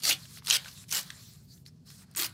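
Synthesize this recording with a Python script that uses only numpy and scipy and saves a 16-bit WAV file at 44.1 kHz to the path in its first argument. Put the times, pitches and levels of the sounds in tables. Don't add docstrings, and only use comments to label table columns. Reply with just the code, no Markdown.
import sys
import numpy as np
from scipy import signal
from scipy.io import wavfile

SR = 44100
rng = np.random.default_rng(int(sys.argv[2]) if len(sys.argv) > 2 else 0)


def volts_from_decibels(level):
    exponent = np.asarray(level, float) / 20
    return 10 ** exponent


def master_out(mix):
    frames = np.transpose(np.atleast_2d(mix))
    ceiling = np.clip(frames, -1, 1)
    pcm = np.round(ceiling * 32767).astype(np.int16)
    wavfile.write(sys.argv[1], SR, pcm)


N = 102929


def rms_one(x):
    return x / np.sqrt(np.mean(x ** 2) + 1e-20)


def in_time(tables):
    rows = []
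    for table in tables:
        first, last = table[0], table[-1]
        rows += [(first[0] - .003, -110, first[2]), *table, (last[0] + .03, -110, last[2])]
    s, *columns = np.transpose(sorted(map(tuple, rows)))
    return [np.interp(np.arange(N) / SR, s, column) for column in columns]


def at_hz(points, hz):
    points_hz, points_db = np.array(points)[:, 0], np.array(points)[:, 1]
    return np.interp(np.log(hz), np.log(points_hz), points_db)


def drift(rate_hz):
    r = np.exp(-16 * np.pi * rate_hz / SR)
    slow = signal.lfilter([1], [1, -2 * r, r * r], rng.standard_normal(N // 8 + 4002))
    slow = slow[4000:]
    return np.interp(np.arange(N) / 8, np.arange(len(slow)), rms_one(slow))


def resonate(x, hz, width_hz):
    r = np.exp(-np.pi * width_hz / SR)
    zeros = np.array([1, 0, -1]) * (1 - r * r) / 2
    poles = [1, -2 * r * np.cos(2 * np.pi * hz / SR), r * r]
    return signal.lfilter(zeros, poles, x + 1e-18)


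def banded_noise(spectrum, patchy_db, tilt_db):
    out, white = 0, rng.standard_normal((2, N))
    edges_hz = 25 * 2 ** np.arange(0, 9.5, 1 / 3)
    for k, (low, high) in enumerate(zip(edges_hz, edges_hz[1:])):
        hz = np.sqrt(low * high)
        level_db = at_hz(spectrum, hz)
        if level_db < -44 and hz < 300 or level_db < -70:
            continue
        band = signal.sosfilt(signal.butter(2, [low, high], "band", fs=SR, output="sos"), white[k % 2])
        out = out + band * volts_from_decibels(level_db + patchy_db * drift(14) + tilt_db * np.log2(hz / 4500))
    return rms_one(out)


def ventilation():
    # frequency in Hz, spectral density in dB per Hz.
    rumble = [(26, -45), (45, -19), (150, -3.5), (247, -18.5), (290, -31.5), (323, -23.5), (438, -32.5),
              (600, -42), (780, -67.5), (1320, -120)]
    hiss = [(350, -31), (600, -0.5), (1960, -16), (4650, -8.5), (16000, -24)]
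    rumble_db, hiss_db = -54.5, -77.5
    return volts_from_decibels(rumble_db) * banded_noise(rumble, 0.39, 0) + volts_from_decibels(hiss_db) * banded_noise(hiss, 1.2, 0)


def sliding():
    # start in s, stop in s, first level in dB, last level in dB, tilt in dB per octave.
    strokes = [(0, 0.033, -37.5, -71, 1), (0.098, 0.283, -50, -54, 0.5), (0.265, 0.4, -56, -47, 3.5),
               (0.37, 0.486, -91, -39.5, 1.2), (0.575, 0.708, -50, -51.5, -1),
               (0.675, 0.854, -53.5, -53, 1.4), (0.848, 0.904, -67.5, -60, 2.5), (1, 1.23, -50.5, -55.5, 0),
               (1.207, 1.378, -53, -60, 3), (1.359, 1.477, -61, -67, -0.6), (1.465, 1.562, -66, -60.5, 1.3),
               (1.549, 1.649, -60, -78.5, 1.5), (1.66, 1.699, -52.5, -61, -0.1),
               (1.691, 1.877, -72.5, -82.5, -3), (1.855, 1.98, -56, -57, -0.8),
               (1.963, 2.047, -56.5, -54, -1.5), (2.027, 2.174, -74, -63, -5.5),
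               (2.28, 2.354, -55, -60.5, -4.5)]
    # frequency in Hz, density in dB per Hz.
    strip_spectrum = [(290, -44.5), (500, -6.5), (868, -8.5), (1030, -2.5), (3050, -5), (3860, 1),
                      (12300, -8.5), (16000, -13)]
    palm_spectrum = [(350, -44.5), (600, -16.5), (894, -16), (1430, -7), (3200, -11.5), (4300, -2),
                     (13400, -6.5), (16000, -7.5)]
    # middle in s, length in s, pitch in Hz, level over the rub in dB.
    strip_rings = [(0.613, .04, 4540, -1.5), (0.785, .07, 3750, 4.5), (0.803, .07, 7600, 8.5),
                   (0.801, .08, 10800, -3.5), (1.179, .09, 7320, 5), (1.22, .04, 4300, 0),
                   (1.271, .05, 5840, 2), (1.51, .09, 4600, 8), (1.535, .05, 6080, 6.5),
                   (1.552, .05, 11580, 3), (1.69, .03, 5300, 6), (1.897, .06, 5230, 1),
                   (1.978, .07, 5500, -1), (2, .05, 8330, 0), (1.92, .04, 8800, 2)]
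    # frequency in Hz, width in Hz, level in dB.
    mat_rings = [(4200, 350, -6.5), (5300, 250, -8)]
    edge_s, palm_from_s, patch_db = 0.036, 1.365, 2.4

    t = np.arange(N) / SR
    power, bright_db = np.zeros(N), np.zeros(N)
    for start, stop, first_db, last_db, tilt_db in strokes:
        on = np.clip(np.minimum(t - start, stop - t) / edge_s + .5, 0, 1) ** 2
        level_db = np.interp(t, [start, stop], [first_db, last_db])
        power += (on * volts_from_decibels(level_db)) ** 2
        bright_db += on * (tilt_db - bright_db)
    strip = banded_noise(strip_spectrum, patch_db, bright_db)
    palm = banded_noise(palm_spectrum, patch_db, bright_db)
    rub = np.where(t < palm_from_s, strip, palm)
    rub = rub + sum(volts_from_decibels(db) * resonate(rub, hz, width_hz) for hz, width_hz, db in mat_rings)
    rings = 0
    for middle, length, hz, db in strip_rings:
        swell = np.exp(-4 * ((t - middle) / length) ** 2)
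        rings = rings + volts_from_decibels(db) * swell * resonate(rub, hz, hz * .06)
    return np.sqrt(power) * rms_one(rub + rings)


def tearing():
    # time in s, tearing effort in dB, pitch of the taut strip in Hz.
    pulls = [
        [(.021, -45.5, 4700), (.033, -43, 4700), (.035, -34.5, 4740), (.08, -27, 4300), (.1, -23.5, 4500),
         (.108, -25.5, 3050), (.12, -27, 2950), (.132, -33, 2940), (.165, -54, 2980)],
        [(.479, -37, 4400), (.482, -29, 6500), (.499, -32, 6000), (.515, -29, 5000), (.532, -24.5, 5300),
         (.568, -26.5, 4674), (.574, -39.5, 4500), (.6, -60, 4510)],
        [(.884, -55, 5640), (.9235, -38, 5750), (.9255, -32.5, 5800), (.968, -28, 4700), (.992, -29, 4150),
         (.998, -34.5, 4440), (1.045, -62, 4800)],
        [(2.159, -53, 8400), (2.163, -39.5, 8600), (2.195, -30, 8260), (2.2, -32, 4180), (2.25, -29.5, 4740),
         (2.264, -36, 4500), (2.27, -46.5, 4400), (2.3, -56, 4030)],
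    ]
    # frequency in Hz, density in dB per Hz.
    sheet_1 = [(180, -42), (300, -16.5), (1150, -18.5), (1300, -8), (1660, -12), (4160, -0.5),
               (16000, -8.5)]
    sheet_2 = [(180, -67), (300, -31.5), (1530, -9), (1970, -13), (2650, -3), (10900, -9), (16000, -15)]
    sheet_3 = [(180, -55.5), (300, -26), (1250, -10.5), (1510, -5), (2480, -10), (5250, -4), (16000, -9)]
    sheet_4 = [(250, -49), (340, -7.5), (420, -23), (860, -17), (1260, -5), (1620, -5), (4490, -7),
               (16000, -3.5)]
    # frequency in Hz, width in Hz, level in dB.
    body = [
        (760, 90, 2.5),
        (1500, 110, -2.5),
        (2980, 133, 5.5),
        (345, 23, 2.5),
    ]
    fibres_per_s, fibre_spread_db, fibre_cycles = 32000, 2.6, 40.0
    clumps_per_s, clump_s, clump_db = 175, .0025, 7
    taut_db, taut_octaves, patch_db = 3.5, 0.43, 6
    edge_db, edge_octaves = 5, 0.047
    bass_follows, bass_below_hz = 0.19, 4100

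    effort_db, taut_hz = in_time(pulls)
    which = np.searchsorted([pull[0][0] - .05 for pull in pulls[1:]], np.arange(N) / SR)

    slips = np.cumsum(clumps_per_s / SR * volts_from_decibels(3 * drift(60)))
    kicks = np.diff(np.floor(slips), prepend=0) * rng.uniform(.3, 1.3, N)
    decaying = signal.lfilter([1], [1, -np.exp(-1 / (clump_s * SR))], kicks)
    clump = volts_from_decibels(clump_db * decaying.clip(0, 1.6))

    happens = rng.random(N) < fibres_per_s / SR
    strength = volts_from_decibels(fibre_spread_db * rng.exponential(1, N).clip(0, 4))
    breaks = happens * strength * rng.choice([-1, 1], N)

    dealt, out = rng.integers(0, 15, N), 0
    for k, hz in enumerate(np.geomspace(280, 15800, 90)):
        colour_db = np.array([at_hz(s, hz) for s in (sheet_1, sheet_2, sheet_3, sheet_4)])[which]
        octaves = np.log2(hz / taut_hz)
        near_db = taut_db * np.exp(-.5 * (octaves / taut_octaves) ** 2)
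        near_db = near_db + edge_db * np.exp(-.5 * (octaves / edge_octaves) ** 2)
        depth = np.clip(np.log2(bass_below_hz / hz), 0, 1)
        bass_db = bass_follows * (effort_db + 28.5).clip(-30, 3) * depth
        gain = clump * volts_from_decibels(bass_db + colour_db + near_db + patch_db * drift(24).clip(-3, 1.6))
        out = out + resonate(breaks * gain * (dealt == k % 15), hz, hz / fibre_cycles + 45)

    hums = [volts_from_decibels(db) * resonate(out * (which == k), hz, width_hz) for k, (hz, width_hz, db) in enumerate(body)]
    out = out + sum(hums)
    pull_rms = np.sqrt([np.mean(out[which == k] ** 2) for k in range(len(pulls))])[which]
    return volts_from_decibels(effort_db) * out / pull_rms


def snaps():
    # time in s, peak in dB, pitch in Hz, share of wide crack
    # in dB.
    snap_events = [(0.022, -30, 4750, -13), (0.0345, -20, 6600, 7.5), (0.052, -12, 4950, 6),
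                   (0.077, -22, 4070, 9), (0.096, -13, 4230, 7.5), (0.108, -7, 2790, 0), (0.112, -7, 2760, -18.5),
                   (0.118, -8, 2910, -10), (0.384, -44, 2597, 13), (0.422, -52.5, 1500, 18),
                   (0.445, -42, 5300, -1), (0.449, -32.5, 5200, 5), (0.461, -28.5, 6000, 8.5),
                   (0.508, -3, 3120, 6), (0.646, -39, 2420, 15), (0.658, -28, 1520, -6),
                   (0.672, -32.5, 1450, -1.5), (0.681, -41.5, 6000, 12.5), (.682, -26.5, 2900, -5),
                   (0.887, -36, 5500, 2), (0.892, -31, 5530, 6), (0.912, -17.5, 5800, 3),
                   (1.011, -29.5, 5460, 12),
                   (0.0409, -16.5, 4540, -2.5), (0.3725, -43, 2200, 18), (0.4704, -20, 4200, 9.5),
            (0.5002, -10, 4200, 9), (0.5098, -10, 5500, -2), (0.9247, -11, 6200, 0.5), (1.03, -31, 7150, 7),
            (1.103, -36.5, 3020, 19.5), (1.1044, -42, 6000, 10), (1.576, -49.5, 3510, 2),
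            (1.662, -29.5, 4220, -4), (1.9028, -47.5, 2500, 14.5), (1.902, -39, 6000, 7),
            (2.1126, -52.5, 8540, 13.5), (2.113, -59.5, 2980, 9), (2.1492, -38, 2950, 13.5),
            (2.161, -18.5, 8600, 0), (2.171, -18, 8300, 6), (2.179, -19, 7840, 8), (2.222, -18, 4500, 10.5),
            (2.232, -18, 4500, 7.5), (2.244, -20, 5170, 10),
                   (.046, -21, 4360, -3), (.126, -10.5, 3160, -9), (.139, -26, 3030, -5), (.254, -38, 3030, 5),
             (.433, -46, 5000, 2.5), (.444, -41, 10500, 7.5), (.659, -32.5, 3570, -0.5),
             (.686, -27.5, 4400, -6), (.7, -41, 4500, -3), (.713, -39, 4360, 5), (.726, -39, 3950, -5),
             (.775, -40, 2820, 3), (.84, -49, 2200, 14), (.883, -46, 9000, 11), (.906, -32, 8500, 10),
             (.916, -19, 6170, 2), (.947, -15.5, 5500, 0), (.954, -18, 4400, 3), (.963, -16, 8200, 2),
             (.97, -18, 5500, 8), (1.335, -51, 10600, 11.5), (1.912, -46, 7000, 9),
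             (2.138, -61.5, 8000, 14), (2.164, -26.5, 2300, -7), (1.654, -45.5, 4500, 2),
             (2.198, -20, 3540, -4), (2.213, -22, 6000, 3), (2.249, -27, 5000, 3), (2.263, -27, 4500, 8)]
    ring_width, crack_down, crack_up = 0.2, 2.4, 2.25
    decay_ms, decay_shape, trim_db = 2.23, 0.98, -10.5

    rows, out = snap_events, np.zeros(N + 2000)
    spray, t = rng.standard_normal((len(rows), 1500)), np.arange(1500) / SR
    envelope = np.exp(-(t * 1000 / decay_ms) ** decay_shape) * np.minimum(t / 0.00036, 1)
    for (s, db, hz, wide_db), noise in zip(rows, spray):
        burst = noise * envelope
        ringing = resonate(resonate(burst, hz, hz * ring_width), hz, hz * ring_width * 2)
        limits_hz = [hz / crack_down, min(hz * crack_up, 16000)]
        crack = signal.sosfilt(signal.butter(3, limits_hz, "band", fs=SR, output="sos"), burst)
        both = ringing / abs(ringing).max() + volts_from_decibels(wide_db) * crack / abs(crack).max()
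        start = int(s * SR)
        out[start:start + 1500] += volts_from_decibels(db + trim_db) * both
    return out[:N]


def room(x):
    t60_s, wall_cut_hz = 0.2, 3200
    out, dull = np.zeros(N), np.exp(-2 * np.pi * wall_cut_hz / SR)
    lags = (rng.uniform(.006, .03, 10) * SR).astype(int)
    for k, lag in enumerate(lags):
        loop, gain, state = x.copy(), volts_from_decibels(-60 * lag / SR / t60_s), [0.]
        for i in range(lag, N, lag):
            back, state = signal.lfilter([gain * (1 - dull)], [1, -dull], loop[i - lag:i], zi=state)
            loop[i:i + lag] += back[:N - i]
        out += (loop - x) * (-1) ** k
    return out


def scene():
    air = ventilation()
    rubbing = sliding()
    paper = tearing() + snaps()
    room_db = -15.5
    return (paper + volts_from_decibels(room_db) * room(paper) + rubbing + air)[None]


def band_limit(x):
    return signal.sosfilt(signal.butter(12, 16630, fs=SR, output="sos"), x)


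def record(dry):
    low_cut = signal.butter(4, 50, "high", fs=SR, output="sos")
    top_cut = signal.cheby2(14, 60, 16350, fs=SR, output="sos")
    mix = signal.sosfilt(np.vstack([low_cut, top_cut]), dry)
    return band_limit(mix)


dry = scene()
out = record(dry)
master_out(out)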